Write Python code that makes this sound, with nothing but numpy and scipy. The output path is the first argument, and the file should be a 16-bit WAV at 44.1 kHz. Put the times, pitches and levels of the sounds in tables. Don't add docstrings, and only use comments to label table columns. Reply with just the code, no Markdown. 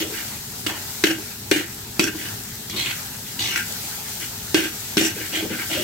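import sys
import numpy as np
from scipy import signal
from scipy.fft import rfft, irfft, next_fast_len
from scipy.io import wavfile
from scipy.ndimage import uniform_filter1d, map_coordinates

SR = 44100
rng = np.random.default_rng(int(sys.argv[2]) if len(sys.argv) > 2 else 0)


def generate_wav(sig):
    pcm = np.round(np.clip(np.atleast_2d(sig).T, -1, 1) * 32767).astype(np.int16)
    wavfile.write(sys.argv[1], SR, pcm)


def convert_level_to_amplitude(level_db):
    exponent = np.asarray(level_db, float) / 20
    return 10 ** exponent


N = 257103
PORTS = np.array([[.5], [-.5]])

# frequency [Hz], width [Hz], level [dB].
BOWL = [(221, 28, -7), (285, 30, -11), (324, 26, 0), (420, 26, -9), (490, 50, -18), (608, 28, -14),
        (780, 150, -21)]
WALL = [(1390, 197, -1.5), (1569, 118, 3.5), (1825, 190, -12), (1916, 26, 0), (2076, 230, 0)]
BLADE = [(2247, 113, 1.5), (2565, 99, 3.5), (2872, 130, 3), (3303, 160, 1.5), (3566, 240, -1),
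         (3810, 220, -4), (4184, 144, 4.5), (4684, 160, 1.5)]
EDGE = [(5120, 250, -4.5), (5740, 630, -1), (6520, 350, -1), (7300, 1100, -4.5), (7910, 1100, -3),
        (9120, 340, -11), (11500, 1500, -10)]
# start [s], length [s], pressure [dB],
# load on the bowl [dB], lean on the wall [dB].
DIGS = [
    (0.0, .025, -29.5, -2, -7),
    (.663, .03, -29, -4, -3),
    (1.039, 0.077, -25, 0, -1.5),
    (1.514, 0.092, -26, 3, -1),
    (1.995, 0.075, -27, 3, -4),
    (3.557, .04, -32, -12, 5),
    (4.546, .118, -25, 1, -2),
    (4.97, .115, -23, -2, -5),
]
# frequency [Hz], density [dB per Hz].
SIZZLE = [(1500, -54), (3000, -7), (4000, -1), (5000, -0.5), (6300, 0), (8000, 0.5), (9000, -4),
          (10000, -6.5), (11000, -3.5), (12000, -.5), (14500, -2), (16500, -4.5)]
# frequency [Hz], left minus right [dB].
LEAN = [(60, -1), (110, 1), (200, 0.5), (380, 1.5), (700, 1.5), (1290, 2), (2380, -1.5), (4400, 2),
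        (8120, 2.5), (15000, 5)]


def unit(x):
    return x / np.sqrt(np.mean(x ** 2) + 1e-20)


def along(points, hz):
    f, v = np.transpose(points)
    return np.interp(np.log(hz + 1), np.log(f + 1), v)


def wobble(rate_hz):
    knots = rng.standard_normal(2000)
    return map_coordinates(knots, [np.arange(N) * rate_hz / SR])


def filtered(x, response):
    n = x.shape[-1]
    m = next_fast_len(n + 2048)
    return irfft(rfft(x, m) * response(np.fft.rfftfreq(m, 1 / SR)), m)[..., :n]


def grit(shape, share, spread_db):
    clicks = (rng.random(shape) < share) * convert_level_to_amplitude(spread_db * rng.standard_normal(shape))
    return rng.standard_normal(shape) * (1 + 3 * clicks)


def metal(modes, scatter_db, spread_hz):
    hz, width, db = np.transpose(modes)[:, :, None, None]
    sign = (-1) ** np.arange(len(hz))[:, None, None]
    gain = convert_level_to_amplitude(db + scatter_db * rng.standard_normal(hz.shape)) * sign
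    lead_rad = np.clip((hz / spread_hz) ** 2, 0, 2.4) * rng.uniform(-0.81, 1, hz.shape) * PORTS
    return lambda f: gain * np.exp(1j * lead_rad) * 1j * f * width / (hz * hz - f * f + 1j * f * width)


def pressure(s, length, db, rise_s, sag_db, release_db, landing_db):
    n = np.arange(round(s * SR), min(round((s + length) * SR) + SR // 12, N))
    t = n / SR - n[0] / SR
    fall_db = sag_db * np.minimum(t, length) + release_db * np.maximum(t - length, 0)
    landing = landing_db * np.exp(-t / .015)
    return n, t, convert_level_to_amplitude(db - fall_db + landing) * (1 - np.exp(-(t / rise_s) ** 2))


def knocks():
    # time [s], peak [dB], bowl thud [dB], its lowest mode [dB].
    blows = [
        (0.664, -12.5, -14, -8),
        (1.038, 1, -15, -9),
        (1.5126, -2.5, -12.5, -10),
        (1.9941, 0.5, -16, 3),
        (2.6973, -15, -26, -5),
        (3.39, -18, -25, -5),
        (3.5595, -10, -31, -5),
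        (4.5443, -1, -11, -12),
        (4.9696, -5, -9, 2),
    ]
    out, t = np.zeros((2, N + SR)), np.arange(SR // 8) / SR
    for s, db, thud_db, deep_db in blows:
        blow = 0.26 * convert_level_to_amplitude(-60 * t / .06) * grit((2, len(t)), 0.041, 4)
        blow[:, [0, 14, 44, 64]] += -1.8, 2.2, -1.4, 1.9
        bright_modes = metal(WALL + BLADE + EDGE[:2], scatter_db=3.5, spread_hz=5700)
        bright = filtered(blow, bright_modes).sum(0) * convert_level_to_amplitude(-60 * t / .08)
        crack = filtered(blow * convert_level_to_amplitude(-60 * t / 0.012),
                         lambda hz: 1j * hz / (900 + 1j * hz) / (1 + 1j * hz / 9000) ** 2)
        clang = bright / np.abs(bright).max() + .8 * crack / np.abs(crack).max()
        push = np.pad(np.hanning(30), (0, len(t) - 30))
        deep, *rest = filtered(push, metal(BOWL[:4], scatter_db=1.5, spread_hz=300))
        thud = (convert_level_to_amplitude(deep_db) * deep + sum(rest)) * convert_level_to_amplitude(-60 * t / 0.18)
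        hit = .85 * clang / np.abs(clang).max() + convert_level_to_amplitude(thud_db + 6) * thud / np.abs(thud).max()
        start = round((s + .0003) * SR)
        out[:, start:][:, :len(t)] += convert_level_to_amplitude(db) * hit
    return out[:, :N]


def scrapes():
    # start [s], length [s],
    # pressure [dB], load on the bowl [dB], lean on the wall [dB].
    drags = [(.115, .09, -36, -8, 1), (.7, .1, -42, -8, -1), (2.045, 0.032, -37, 0, 6.5),
             (2.15, .13, -37, -6, -1), (3.24, 0.035, -40, -10, -5), (4.18, 0.06, -36, -12, -1),
             (5.14, .12, -38, -3, 2), (5.31, .065, -24, -5, -4), (5.38, .05, -36, 2, -7),
             (5.475, .07, -34, -3, 1), (5.55, .07, -35, -8, 3), (5.685, .06, -25, -5, -4),
             (5.75, .07, -31, -6, -6)]
    sweeps = [
        (2.696, .05, -35, -12, -14),
        (2.76, .155, -24.5, -15, -14),
        (3.388, .17, -24.5, -16, -15),
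    ]
    # start [s], length [s], level [dB], favoured pitch [Hz].
    lumps = [(.0, .07, -35, 480), (.09, .04, -36, 430), (1.171, 0.024, -34, 360), (2.132, 0.028, -34, 320),
             (5.15, .06, -38, 450), (5.415, .045, -29, 440), (5.492, 0.043, -30, 240),
             (5.755, 0.076, -31, 580), (2.72, .05, -36, 240), (5.0, .035, -25, 250),
             (1.075, .035, -27, 340)]
    crunches = [
        (.0, .06, -40, 560),
        (.664, .09, -36, 850),
        (1.04, .07, -38, 700),
        (2.72, .2, -42, 1000),
        (3.39, .15, -44, 900),
        (5.0, .1, -39, 650),
        (5.32, .12, -40, 600),
        (5.69, .09, -36, 650),
    ]
    squeals = [
        (4.99, .09, -25, 6400),
        (2.0, .05, -30, 6000),
        (3.41, .14, -34, 5600),
    ]
    # frequency [Hz], width [Hz], level [dB].
    rice = [(560, 160, 0), (800, 260, -1), (1100, 300, -3)]
    # pitch at first contact [Hz],
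    # glide [octaves per s], bend [octaves per dB of lean].
    favoured = [(320, 0, 0), (1800, -.5, -.016), (2850, -.5, -.026), (6400, 0, 0)]

    dig, drag, sweep = (.002, 60, 300, 6, -5, 10), (.03, 20, 300, 0, -8, 0), (.005, 35, 300, 0, -8, 70)
    out = np.zeros((2, N))
    grains = grit((3, N), 0.016, 5) * convert_level_to_amplitude(1.0 * wobble(45) + 1.8 * wobble(200))
    knots = rng.standard_normal((len(BLADE), 400))
    at_knot = np.arange(N) * 45 / SR
    travel_db = 2.87 * np.array([np.interp(at_knot, np.arange(knots.shape[1]), row) for row in knots])
    travel = convert_level_to_amplitude(travel_db)

    def ring(n, modes, pitch_hz, own, reach_octaves, side_db):
        octaves = np.log2(np.transpose(modes)[0][:, None] / pitch_hz)
        favour = travel[:len(modes), n] * convert_level_to_amplitude(-13 * np.tanh((octaves / reach_octaves) ** 2))
        drive = grains[0, n] + own * grains[1:, n]
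        ringing = filtered(drive, metal(modes, scatter_db=1.4, spread_hz=1300))
        part = (ringing * favour[:, None]).sum(0)
        level = np.sqrt(np.abs(uniform_filter1d((part ** 2).mean(0), size=2600)) + 1e-12)
        return part / level * convert_level_to_amplitude(side_db * PORTS)

    for rows, (*shape, edge_db, slide_db) in ((DIGS, dig), (drags, drag), (sweeps, sweep)):
        for s, length, db, load_db, lean_db in rows:
            n, t, gain = pressure(s, length, db, *shape)
            lean_db = lean_db + slide_db * np.minimum(t, length)
            # modes, level dB, own grains, reach octaves, side dB
            parts = ((BOWL, load_db, .15, 0.56, 1.5), (WALL, lean_db, .6, 0.25, -1.0),
                     (BLADE, 0, .9, 0.46, 0.3), (EDGE, edge_db, 1.5, 4.4, 0.5))
            for (hz, glide, bend), (modes, part_db, own, reach, side_db) in zip(favoured, parts):
                pitch_hz = hz * 2 ** (glide * t + bend * lean_db)
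                out[:, n] += gain * convert_level_to_amplitude(part_db) * ring(n, modes, pitch_hz, own, reach, side_db)

    for rows, modes, own, reach, side_db in ((lumps, BOWL, .15, .4, 3.5), (crunches, rice, .5, .7, 3),
                                             (squeals, EDGE, 1.2, .5, 0)):
        for s, length, db, hz in rows:
            n, t, gain = pressure(s, length, db, rise_s=.012, sag_db=30, release_db=400, landing_db=0)
            out[:, n] += gain * ring(n, modes, hz, own, reach, side_db)
    return out


def spits():
    # start [s], length [s], level [dB].
    flares = [(.13, .08, -38), (.664, .03, -34), (1.04, .06, -31), (1.515, .08, -33), (1.995, .06, -30),
              (2.76, .1, -36), (3.39, .1, -34), (3.558, .04, -34), (4.195, .075, -33.5), (4.546, .06, -30),
              (4.975, .1, -27), (5.34, .04, -35), (5.71, .1, -36)]
    gains = np.zeros(N)
    for row in flares:
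        n, _, gain = pressure(*row, rise_s=.004, sag_db=50, release_db=200, landing_db=2)
        gains[n] += gain
    drops = grit((2, N), .008, 3.5)
    return gains * unit(filtered(drops, lambda hz: convert_level_to_amplitude(along(SIZZLE, hz) + along(LEAN, hz) * PORTS)))


def rush(x, spectrum, patchy_db):
    # frequency [Hz], left-right likeness [-1 to 1].
    alike = [(60, 0.92), (130, 1), (290, 0.92), (640, -0.096), (1410, 0.4), (3100, -0.19), (6820, 0.0073),
             (15000, -0.026)]
    z = signal.stft(x, nperseg=512)[2]
    field = uniform_filter1d(rng.standard_normal(z.shape[1:]), size=6, axis=0)
    field = uniform_filter1d(field, size=10, axis=1)
    pair = signal.istft(z * convert_level_to_amplitude(patchy_db * unit(field)), nperseg=512)[1][:, :N]

    def colour(hz):
        turn_rad = np.arccos(np.clip(along(alike, hz), -1, 1)) / 2
        return convert_level_to_amplitude(along(spectrum, hz)) * [np.cos(turn_rad), np.sin(turn_rad)]

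    mid, side = filtered(pair, colour)
    both = np.array([mid + side, mid - side])
    return unit(filtered(both, lambda hz: convert_level_to_amplitude(along(LEAN, hz) * PORTS)))


def frying():
    # time [s], sizzle [dB].
    flares = [(0.0, -35.5), (0.28, -34.5), (0.5, -38), (0.71, -37), (0.88, -35), (1.28, -38.5), (2.03, -40),
              (2.22, -35.5), (2.57, -39), (2.76, -39), (2.87, -35.5), (3.2, -37), (3.47, -37.5),
              (3.64, -33.5), (4.43, -36.5), (5.26, -35), (5.52, -35.5), (5.83, -32.5)]
    # frequency [Hz], density [dB per Hz].
    steam_spectrum = [(300, -14), (500, -3.5), (650, -2), (800, 2), (900, 1.5), (1100, -5.5), (1300, -1.5),
                      (1600, 0), (2500, -2), (3500, -2.5), (6000, -11.5)]
    burner_spectrum = [(12, -45), (25, -16), (50, -8.5), (75, -3.5), (105, 2.5), (160, -3.5), (225, -2),
                       (300, -11.5), (420, -11.5), (500, -36), (800, -41)]
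    # frequency [Hz], level [dB].
    hum = [(419.9, -55)]
    t = np.arange(N) / SR
    sizzle_db = np.interp(t, *np.transpose(flares))
    for s, length, *_ in DIGS:
        sizzle_db = sizzle_db - 3 * np.exp(-((t - s - length - .045) / .03) ** 2)
    steam_db = -38.5 + 0.96 * (sizzle_db - sizzle_db.mean())
    flicker = wobble(12)
    sizzle_gain = convert_level_to_amplitude(sizzle_db + 4.0 + .5 * flicker + 0.2 * wobble(73))
    sizzle = sizzle_gain * rush(grit((2, N), .006, 3), SIZZLE, patchy_db=1.04)
    steam = convert_level_to_amplitude(steam_db + 0.72 * flicker) * rush(grit((2, N), 0.0014, 4.8), steam_spectrum, patchy_db=2.0)
    roar_gain = convert_level_to_amplitude(-41 + 1.3 * wobble(9.1) + 0.56 * wobble(2.55))
    roar = roar_gain * rush(rng.standard_normal((2, N)), burner_spectrum, patchy_db=0.1)
    hum_hz, hum_db = hum[0]
    whistle = convert_level_to_amplitude(hum_db + 3.0 + wobble(4.7)) * np.sin(2 * np.pi * hum_hz * t + 2.27 * wobble(13))
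    return sizzle + steam + roar + whistle


def kitchen(x):
    # frequency [Hz], T60 [s].
    decay = [(200, 0.14), (2000, 0.26), (10000, 0.12)]
    hz, t, z = signal.stft(rng.standard_normal((2, SR // 2)), SR, nperseg=256)
    t60_s = along(decay, hz)[:, None]
    tail = signal.istft(z * convert_level_to_amplitude(-60 * t / t60_s), SR, nperseg=256)[1]
    delayed = np.pad(x, ((0, 0), (150, 0)))
    return signal.fftconvolve(delayed, tail / np.linalg.norm(tail[0]), axes=1)[:, :N]


def scene():
    steel = scrapes() + knocks()
    return steel + convert_level_to_amplitude(-8.5) * kitchen(steel) + frying() + spits()


def low_pass(x):
    return signal.sosfilt(signal.butter(12, 16990, fs=SR, output="sos"), x)


def record(dry):
    mid = dry.mean(0)
    side = filtered(dry[0] - mid, lambda hz: hz ** 2 / (hz ** 2 + 100 ** 2))
    both = np.array([mid + side, mid - side])
    dull = filtered(both, lambda hz: np.clip((15960 - hz) / 150, 0, 1))
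    soft = dull / (1 + np.abs(dull / .99) ** 6) ** (1 / 6)
    return low_pass(soft)


dry = scene()
out = record(dry)
generate_wav(out)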